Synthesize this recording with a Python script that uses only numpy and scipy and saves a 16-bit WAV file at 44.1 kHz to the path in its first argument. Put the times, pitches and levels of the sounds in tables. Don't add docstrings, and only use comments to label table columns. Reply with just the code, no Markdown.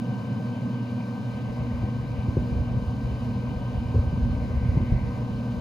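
import sys
import numpy as np
from scipy import signal
from scipy.fft import rfft, irfft, next_fast_len
from scipy.io import wavfile
from scipy.ndimage import map_coordinates

SR = 44100
rng = np.random.default_rng(int(sys.argv[2]) if len(sys.argv) > 2 else 0)


def pcm_store(signal):
    levels = np.round(np.clip(np.atleast_2d(signal), -1, 1) * 32767)
    wavfile.write(sys.argv[1], SR, levels.astype(np.int16).T)


N = 247074
TIME = np.arange(N) / SR
FREQ = np.maximum(np.fft.rfftfreq(N, 1 / SR), 1)

MAINS_HUM_HZ, FAN_HZ, SHAFT_HZ, BLADES = 119.9, 80.3, 55.371, 7

# (frequency [Hz], likeness [0-1], left minus right [dB])
PORT_BALANCE = [(100, .9, 0), (250, .9, -.6), (380, .72, -.3), (600, .9, 3.3), (950, .9, 4.2),
                (1250, .8, .3), (1900, .45, 1.6), (3000, .6, 2), (4500, .8, .3), (9000, .55, 0)]


def motors(waver=0.00501, ripple_depth=0.15):
    # (multiple of the mains hum, level [dB])
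    hum_tones = [(1, -33), (2, -38), (4, -65)]
    # (multiple of the fan rate, level [dB])
    drone_tones = [(3, -46.5), (6, -52.5), (7, -56), (9, -61), (12, -57.5), (13, -60)]
    # (multiple of the blade rate, level against the strongest [dB])
    whine_tones = [(2, -14), (3, -11), (4, 0), (12, -27)]

    hum = partials(np.full(N, MAINS_HUM_HZ), hum_tones, flutter_db=1.7, flutter_rate=15.6)
    hum = hum * undb(1.2 * walk(5))

    fan_hz = FAN_HZ * (1 + waver * walk(6.3))
    drone = partials(fan_hz, drone_tones, flutter_db=1.0, flutter_rate=13.5)

    shaft_hz = SHAFT_HZ * (1 + 0.000366 * walk(0.67))
    sink_at_s, sink_length_s, sink_db = 1.46, 0.1, -2.5
    sunk = .5 + .5 * np.tanh((TIME - sink_at_s) / sink_length_s)
    whine_db = -53.5 + sink_db * sunk + 0.2 * walk(0.75)
    whine = partials(BLADES * shaft_hz, whine_tones, flutter_db=1.14, flutter_rate=17) * undb(whine_db)

    ripple = 1 + ripple_depth * np.sin(2 * np.pi * MAINS_HUM_HZ * TIME)
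    return hum + drone + (whine + bearing(shaft_hz)) * ripple


def bearing(shaft_hz, db=-64, corner_hz=1100, size=2048):
    ratio = np.arange(size // 2 + 1) * SHAFT_HZ / corner_hz
    strength = ratio ** 2 / (1 + ratio ** 2) ** 2
    one_turn = irfft(np.exp(2j * np.pi * rng.random(len(ratio))) * strength)
    turns = np.cumsum(shaft_hz) / SR
    return undb(db) * np.interp(turns % 1 * size, np.arange(size), one_turn / one_turn.std())


def partials(hz, rows, flutter_db, flutter_rate):
    phase = 2 * np.pi * np.cumsum(hz) / SR
    total = 0
    for multiple, db in rows:
        level = np.sqrt(2) * undb(db + flutter_db * walk(flutter_rate))
        total = total + level * np.sin(round(multiple) * phase + rng.uniform(0, 2 * np.pi))
    return total


def blown_air(drift=0.00099, drift_rate=3):
    # (frequency [Hz], level [dB per Hz])
    rush_colour = [(15, -115), (150, -89), (430, -76), (620, -69.5), (700, -78), (1100, -79), (1350, -88),
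                   (1700, -91), (2400, -88.5), (2900, -89.5), (3300, -95.5), (4900, -95), (5350, -101.5),
                   (6600, -100.5), (7600, -110), (11000, -109.5), (15000, -115)]
    # (frequency [Hz], width [Hz], lift [dB])
    resonances = [(481, 53, 8.5), (758.3, 42, 8.5), (929, 73, 5), (1037, 79, 5.5), (1236, 64, 7),
                  (1500, 53, 7), (2360, 82, 6.5), (2540, 75, 1), (2850, 54, 4.5), (3019, 40, 8.5),
                  (3080, 66, 7.5), (3870, 210, 3.5), (4180, 54, 7.5), (5100, 92, 5)]

    lift_db = sum(db * np.exp(-2 * ((FREQ - hz) / width) ** 2) for hz, width, db in resonances)
    steady = two_ports(colour(rush_colour) + lift_db)
    place = np.cumsum(1 + drift * walk(drift_rate))
    rush = [map_coordinates(port, [place], order=3, mode="mirror") for port in steady]
    return fluttering(np.array(rush))


def fluttering(x):
    # (band centre [Hz], depth of each of the two movements [dB])
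    bands = [(480, 1), (680, 1), (1000, .8), (1600, .7), (2350, 1), (3050, 1), (4200, .45)]
    spectrum, out = rfft(x), 0
    centres = [hz for hz, _ in bands]
    for (_, depth_db), share in zip(bands, np.eye(len(bands))):
        band = irfft(spectrum * colour(list(zip(centres, share))), N)
        out = out + band * undb(depth_db * (walk(4) + walk(20)))
    return out


def fire():
    # (frequency [Hz], level [dB per Hz])
    roar_colour = [(15, -112), (28, -107), (50, -75), (80, -71.5), (108, -54.5), (135, -54.5), (165, -61),
                   (200, -52), (230, -54.7), (270, -59), (310, -69.5), (400, -78.5), (3000, -160)]
    # (time [s], level [dB])
    flame_height = [(0, 1), (0.45, 2), (1.0, 0), (3.6, -1), (5.6, -.5)]
    flicker_db = 1.0 * walk(12.6)
    return two_ports(colour(roar_colour)) * undb(curve(flame_height) + flicker_db)


def sigh(centre_hz=2090, width_hz=230, skirt_hz=2500, skirt_width_hz=450, skirt_db=-15, rest_db=-72):
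    # (time of the crest [s], level [dB], half length [s])
    crests = [(1.62, -62, 0.38), (4.6, -56.8, 0.24), (4.97, -55.5, 0.21)]
    peak = 1 / (1 + ((FREQ - centre_hz) / width_hz) ** 2)
    skirt = undb(skirt_db) / (1 + ((FREQ - skirt_hz) / skirt_width_hz) ** 4)
    hiss = two_ports(20 * np.log10(peak + skirt))
    strength = undb(rest_db) + sum(undb(db) * swell(at, half) for at, db, half in crests)
    return hiss / hiss.std() * strength * undb(walk(24))


def swell(at, half_length):
    return np.exp(-((TIME - at) / half_length) ** 2)


def breeze(trim_db=2.76, apart_db=-15):
    # (time [s], level [dB])
    gusts = [(0, -80), (1.26, -72), (1.32, -49), (1.8, -35), (2.07, -41.5), (2.6, -32.5), (3.0, -38.5),
             (3.35, -37), (3.8, -39), (4.25, -30.5), (4.45, -33), (4.93, -31.5), (5.04, -34.5), (5.28, -40),
             (5.6, -41)]
    # (frequency [Hz], relative level [dB])
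    rumble_colour = [(16, -31), (30, -15), (48, 0), (75, 0), (115, -3), (160, -8), (230, -19), (330, -23),
                     (500, -33), (4000, -115)]

    rumble = two_ports(colour(rumble_colour))
    difference = irfft(white() * undb(colour(rumble_colour)), N) * np.array([[1], [-1]])
    rumble = rumble + undb(apart_db) * difference
    lumps_db = 3.1 * walk(11)
    return rumble / rumble.std() * undb(curve(gusts) + trim_db + lumps_db)


def thumps(flurry_rise_s=0.0063, uneven_db=1.5):
    # (time [s], push level [dB], push pitch [Hz], slap level [dB], slap pitch [Hz])
    eddies = [(1.725, -36, 62, -42, 260), (1.831, -16.5, 100, -29, 300), (2.177, -20, 83, -34, 260),
              (2.28, -14.5, 91, -29, 285), (2.367, -17, 109, -19, 370), (2.381, -21, 104, -43, 340),
              (2.419, -21, 149, -32, 334), (2.551, -20, 74.6, -29, 324), (2.588, -22, 68, -46, 260),
              (2.634, -24, 79, -45, 260), (2.764, -16.5, 121, -43, 280), (2.867, -18.5, 80, -46, 260),
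              (3.031, -23, 58, -49, 260), (3.109, -25, 63.4, -34, 300), (3.548, -24, 67.5, -42, 260),
              (3.768, -20, 66, -50, 260), (3.942, -22, 95, -24, 410), (3.954, -11.5, 92, -28.5, 480),
              (3.981, -11.5, 78, -25.5, 396), (4.064, -18.5, 79, -36, 278), (4.124, -18, 133, -31.5, 330),
              (4.209, -22, 70, -49, 260), (4.287, -19, 106, -44, 260), (4.363, -22, 67.5, -44, 260),
              (4.56, -15, 68, -29, 260), (4.652, -17, 122, -38, 259), (4.682, -12.5, 86, -38, 260),
              (4.767, -11.5, 139, -23.5, 320), (4.801, -17.5, 84, -29, 300), (4.893, -19, 85, -39, 260),
              (4.919, -15.5, 158, -28, 302), (4.937, -20, 61, -43, 260), (5.563, -27, 71.5, -45, 260)]
    # (frequency [Hz], relative level [dB])
    flurry_colour = [(60, -14), (170, 0), (330, -1), (550, -7), (750, -16), (2500, -70)]
    swell_cycles = 0.84
    slap_rise_s = 0.0028
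    flurry_db = -8.5

    out, torn = np.zeros((2, N)), 0
    flurry = two_ports(colour(flurry_colour))
    leans = rng.standard_normal(len(eddies))
    for (at, push_db, push_hz, slap_db, slap_hz), lean in zip(eddies, leans):
        t = np.maximum(TIME - at, 0)
        push = undb(push_db) * puff(t, push_hz, swell_cycles / push_hz)
        slap = undb(slap_db) * puff(t, slap_hz, slap_rise_s)
        out += (push + slap) * undb(uneven_db * lean * np.array([[1], [-1]]))
        torn = torn + undb(slap_db + flurry_db) * surge(t, flurry_rise_s)
    soft_edges = signal.butter(3, [33, 900], "bandpass", fs=SR, output="sos")
    return signal.sosfilt(soft_edges, out + torn * flurry / flurry.std())


def puff(t, hz, rise_s):
    return surge(t, rise_s) * np.sin(2 * np.pi * hz * t)


def surge(t, rise_s):
    age = np.minimum(t / rise_s, 20)
    return age ** 2 * np.exp(2 * (1 - age))


def from_hopper(x):
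    # (frequency [Hz], lead of the left port [radians])
    left_lead = [(380, 0), (500, .55), (1000, .9), (1300, 1.6), (1550, .62), (2200, .8), (3100, 1.7),
                 (3900, 0)]
    tilt = undb(colour(PORT_BALANCE, axis=2) / 2) * np.exp(.5j * colour(left_lead))
    return irfft(rfft(x) * np.array([tilt, 1 / tilt]), N)


def two_ports(db):
    alike = np.clip(colour(PORT_BALANCE), 0, 1)
    mid = np.sqrt((1 + alike) / 2) * white()
    side = np.sqrt((1 - alike) / 2) * white()
    return irfft(undb(db) * np.array([mid + side, mid - side]), N)


def white():
    return rfft(rng.standard_normal(N)) * np.sqrt(SR / 2)


def walk(rate):
    size = next_fast_len(N, True)
    smoothing = np.exp(-.5 * (np.fft.rfftfreq(size, 1 / SR) / rate) ** 2)
    y = irfft(rfft(rng.standard_normal(size)) * smoothing, size)[:N]
    return (y - y.mean()) / y.std()


def colour(rows, axis=1):
    table = np.transpose(rows)
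    return np.interp(np.log(FREQ), np.log(table[0]), table[axis])


def curve(rows):
    return np.interp(TIME, *np.transpose(rows))


def undb(db):
    return 10 ** (np.asarray(db) / 20)


def scene():
    grill = motors() + blown_air() + fire() + sigh()
    return from_hopper(grill) + breeze() + thumps()


def record(dry):
    top_hz = 15800
    return signal.sosfilt(signal.ellip(8, .2, 70, top_hz, fs=SR, output="sos"), dry)


dry = scene()
out = record(dry)
pcm_store(out)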